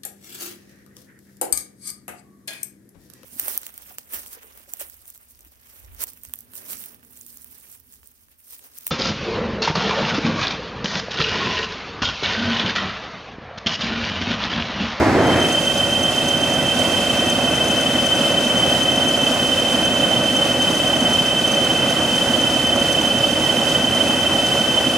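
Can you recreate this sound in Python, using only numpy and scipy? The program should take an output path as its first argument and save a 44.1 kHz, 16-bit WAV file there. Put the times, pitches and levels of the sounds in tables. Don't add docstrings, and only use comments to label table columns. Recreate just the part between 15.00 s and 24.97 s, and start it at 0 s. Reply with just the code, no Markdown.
import sys
import numpy as np
from scipy.fft import rfft, irfft, next_fast_len
from scipy.io import wavfile
from scipy.ndimage import map_coordinates

SR = 44100
rng = np.random.default_rng(int(sys.argv[2]) if len(sys.argv) > 2 else 0)


def file_out(sig):
    cols = np.atleast_2d(sig).T
    lim = np.clip(cols, -1, 1)
    pcm = np.round(lim * 32767).astype(np.int16)
    wavfile.write(sys.argv[1], SR, pcm)


N = 439677

IDLE_RATE = 3.905


def amp(db):
    return 10 ** (np.asarray(db) / 20)


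def unit(x):
    return x / np.sqrt(np.mean(np.atleast_2d(x).mean(0) ** 2) + 1e-20)


def along(points, hz):
    f, v = np.transpose(points)
    return np.interp(np.log(hz + 1), np.log(f + 1), v)


def curves(rows):
    s, *columns = np.transpose(rows)
    return [np.interp(np.arange(N) / SR, s, column) for column in columns]


def wobble(rate):
    knots = rng.standard_normal(int(N * rate / SR) + 4)
    return map_coordinates(knots, [np.arange(N) * rate / SR])


def ramp(start_s, length_s):
    return np.clip((np.arange(N) / SR - start_s) / length_s, 0, 1)


def filtered(x, response):
    m = next_fast_len(N + SR // 2)
    hz = np.fft.rfftfreq(m, 1 / SR)
    return irfft(rfft(x, m) * response(hz), m)[..., :N]


def resonance(hz, centre_hz, width_hz):
    return 1j * hz * width_hz / (centre_hz ** 2 - hz ** 2 + 1j * hz * width_hz)


def ports(lean_db, lead):
    left = amp(lean_db / 2) * np.exp(.5j * lead)
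    right = amp(-lean_db / 2) * np.exp(-.5j * lead)
    return np.array([left, right])


def rush(colour):
    # frequency in Hz, left-right likeness (1 is identical).
    likeness = [(60, 0.99), (120, 1), (240, 1), (480, 0.98), (950, 0.92), (1890, 0.73), (3770, 0.59),
                (7520, 0.68), (15000, 0.58)]
    # frequency in Hz, left minus right in dB.
    lean_db = [(60, 3), (110, -4), (200, -0.5), (380, -4), (700, -2.5), (1290, -3.5), (2380, -0.5),
               (4400, -3.5), (8120, -2.5), (15000, -3.5)]
    # frequency in Hz, radians by which the left leads.
    lead_rad = [(0, -0.5), (2670, -0.23), (5680, 0.85), (6630, -0.5), (8010, 1.5), (8530, -1.7), (9300, -1),
                (9730, -2), (10300, -1.6), (10900, -2), (12200, -1.7), (14200, -2), (14600, -1.6),
                (15200, -8.5)]

    def mid_and_side(hz):
        turn = np.arccos(np.clip(along(likeness, hz), 0, 1)) / 2
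        return colour(hz) * np.array([np.cos(turn), np.sin(turn)])

    mid, side = filtered(rng.standard_normal((2, N)), mid_and_side)
    pair = np.array([mid + side, mid - side])
    return unit(filtered(pair, lambda hz: ports(along(lean_db, hz), along(lead_rad, hz))))


def diffuse(phase, wet_db, spread_hz):
    blur = np.array([wobble(spread_hz) + 1j * wobble(spread_hz) for ear in range(2)])
    return amp(wet_db) * blur * np.exp(1j * phase) / np.sqrt(2)


def since(crank, place):
    return ((crank - place + .5) % 1 - .5) / IDLE_RATE


def burst(crank, place, half_s):
    return np.exp(-.5 * (since(crank, place) / half_s) ** 2)


def swells(crank, rows, half_s, scatter_db):
    bursts = sum(amp(db) * burst(crank, place, half_s) for place, db in rows)
    return bursts * amp(scatter_db * wobble(8))


def ripple(crank, place, order):
    return np.cos(2 * np.pi * order * (crank - place))


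def strain(load):
    return np.sin(np.pi * load)


def steam_engine():
    # frequency in Hz, relative level in dB.
    steam_curve = [(18, -58), (30, -45), (81, -6.5), (171, -7), (328, -3), (485, -8.5), (662, -7),
                   (1140, -16), (1970, -17), (2840, -27.5), (3410, -30), (5030, -32), (15000, -54)]
    roar = rush(lambda hz: amp(along(steam_curve, hz)))
    return amp(-15.0 + 0.76 * wobble(10.0)) * roar * amp([[1], [-1]])


def rushing_air(load):
    # frequency in Hz, relative level in dB.
    air_curve = [(1800, -17), (2400, 2), (2830, 1.5), (2960, 10.5), (3300, 7), (3900, 0), (5500, 0.5),
                 (6500, -2), (8200, -3), (9500, -3), (11200, -7), (13000, -14), (15800, -19)]

    def colour(hz):
        bounce = 1 - .14 * np.exp(-2j * np.pi * hz * .000932)
        low_cut = hz ** 2 / (hz ** 2 + 1200 ** 2)
        return amp(along(air_curve, hz)) * low_cut * bounce

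    hiss = rush(colour)
    level_db = -31 + 0.8 * load + 0.9 * strain(load)
    return amp(level_db + 0.77 * wobble(14)) * hiss


def gear_hum(crank):
    hum_orders = [12, 23, 32, 64, 81, 129, 144, 184]
    # rms level in dB of the line of the same position, before its sway.
    hum_levels = [-51, -46, -45.5, -38.5, -38.5, -38.5, -33, -40.5]
    hum = 0
    for order, db in zip(hum_orders, hum_levels):
        phase = 2 * np.pi * order * crank + 0.36 * wobble(5)
        hum = hum + amp(db + wobble(5.1)) * np.sqrt(2) * np.sin(phase)
    return hum


def combustion_roar():
    # frequency in Hz, relative level in dB.
    body_curve = [(20, -42), (36, -24), (55, -20), (70, -10.5), (88, -7.5), (108, -9.5), (135, -4.5),
                  (230, -3.5), (330, -4.5), (420, -10), (620, -3.5), (1030, -14), (1450, -13),
                  (1700, -18.5), (2000, -13), (2250, -21.5), (2500, -18.5), (2800, -30), (5000, -120)]
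    return amp(-1.5 + 0.69 * wobble(13)) * rush(lambda hz: amp(along(body_curve, hz)))


def casing_ring():
    # centre in Hz, width in Hz, relative level in dB.
    casing_modes = [(255, 17, 4.5), (310, 19, 0.5), (580, 220, -0.5), (1509, 126, -4), (1873, 92, -8.5)]

    def colour(hz):
        powers = [abs(amp(db) * resonance(hz, centre, width) ** 2) ** 2 for centre, width, db in casing_modes]
        return np.sqrt(sum(powers))

    return amp(-8.5) * rush(colour)


def exhaust(crank, ring_hz):
    # place in the cycle from 0 to 1, relative level in dB.
    strongest_beats = [(.322, -3), (.572, 0), (.88, -3)]
    beats = 0
    for place, db in strongest_beats:
        swing = np.cos(2 * np.pi * ring_hz * since(crank, place) + 0.88 * wobble(4))
        beats = beats + amp(db) * burst(crank, place, half_s=0.0053) * swing
    return beats * amp(0.23 * wobble(4.8)) * amp([[-.8], [.8]])


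def knock(crank):
    envelope = swells(crank, [(0.352, -2.0)], half_s=0.0028, scatter_db=1.3)
    return envelope * rush(lambda hz: resonance(hz, 520, 650) ** 2)


def diesel(crank, load):
    sounds = combustion_roar() + casing_ring() + amp(4.4) * exhaust(crank, ring_hz=242) + knock(crank)
    level_db = -22.5 + 0.68 * load + 0.95 * strain(load)
    return amp(level_db) * sounds + gear_hum(crank) + rushing_air(load)


def lower_ring(crank, speed, load):
    pitch_hz = 2635 * (speed / IDLE_RATE) ** .5
    level_db = -37.5 + 0.5 * load + 2.5 * strain(load)
    swing_db = 1.9 * ripple(crank, 0.19, order=4) + 1.5 * ripple(crank, 0.21, order=12)
    whistle = np.sqrt(2) * np.sin(2 * np.pi * np.cumsum(pitch_hz + 11 * wobble(60)) / SR)
    hoarse = rush(lambda hz: resonance(hz, 2613, 140) ** 2)
    return amp(level_db + swing_db) * (whistle + hoarse)


def squeal_phase(crank, speed):
    idle_hz, follow_power, bend_hz = 3085, .8, 14.8
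    pitch_hz = idle_hz * (speed / IDLE_RATE) ** follow_power + bend_hz * ripple(crank, 0.12, order=6)
    return 2 * np.pi * np.cumsum(pitch_hz + 6 * wobble(110)) / SR


def slip_chirps(crank, load):
    # place in the cycle from 0 to 1, half length in seconds under full load, relative level in dB.
    chirp_rows = [(.015, 0.0069, -4), (0.098, 0.0045, -1), (0.22, 0.007, -3.5), (0.25, 0.0084, -3),
                  (0.341, 0.0025, -3.5), (0.422, 0.0087, -6), (0.499, 0.0061, -4.5), (.587, 0.0055, -1),
                  (0.7, 0.0063, -3), (0.756, 0.0065, -3.5), (0.841, 0.0028, -4), (0.928, 0.0092, -2.8)]
    stretch = 1.26 ** (1 - load)
    chirps = 0
    for place, half_s, db in chirp_rows:
        envelope = amp(db + 0.76 * wobble(4.4)) * burst(crank, place, half_s * stretch)
        chirps = chirps + envelope * np.exp(0.7j * wobble(3))
    swell = ((1 + ripple(crank, 0.13, order=2)) / 2) ** 3.3
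    return chirps * amp(6 * (1 - load) * swell)


def squeal(crank, speed, load):
    # place in the cycle from 0 to 1, relative level in dB.
    rasp_rows = [(.002, 3), (.352, -3), (.508, -1), (.617, -4.5), (.852, -6)]
    # time in seconds, left minus right in dB.
    pan_rows = [(0.3, -1.5), (1.7, -3.9), (2.8, 1.4), (4.1, -0.5), (5.5, -1.7), (7.1, -1.3), (8, -3.5),
                (9.2, -1.3), (9.97, -1.5)]
    rasp_db = -16.5
    phase = squeal_phase(crank, speed)
    tone = slip_chirps(crank, load) * np.exp(1j * phase)
    mode = np.outer(ports(0, -0.37), tone) + diffuse(phase, wet_db=-11.5, spread_hz=70)

    rub = swells(crank, rasp_rows, half_s=0.0043, scatter_db=2.9)
    second = amp(-17) * (rub + 0.19) * np.exp(1j * (2 * phase + 1.1 * wobble(70)))
    third = amp(-30) * (rub + .25) * np.exp(1j * (3 * phase + 0.77 * wobble(110)))
    overtones = np.outer(ports(0, -0.15), second + third)
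    scratch = amp(rasp_db - 24) * rub * rush(lambda hz: resonance(hz, 8150, 4800) ** 2)

    level_db = -20 + 4 * load - 1.7 * strain(load)
    voice = amp(level_db) * mode + amp(rasp_db) * overtones
    lean_db, = curves(pan_rows)
    return np.sqrt(2) * voice.real * amp(np.outer([1, -1], lean_db / 2)) + scratch


def scene():
    # time in seconds, four-stroke cycles a second.
    speed_rows = [(0, 3.948), (2, 3.948), (3.1, 3.912), (10, 3.9)]
    speed, = curves(speed_rows)
    crank = .915 + np.cumsum(speed) / SR
    load = ramp(start_s=1.37, length_s=1.64)
    steam_gain = 1 - ramp(start_s=0.31, length_s=.28)
    diesel_gain = np.maximum(ramp(start_s=0.16, length_s=0.29), amp(-30))
    locomotive = diesel(crank, load) + lower_ring(crank, speed, load) + squeal(crank, speed, load)
    return steam_gain * steam_engine() + diesel_gain * locomotive


def record(dry):
    return filtered(dry, lambda hz: hz < 15800)


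dry = scene()
out = record(dry)
file_out(out)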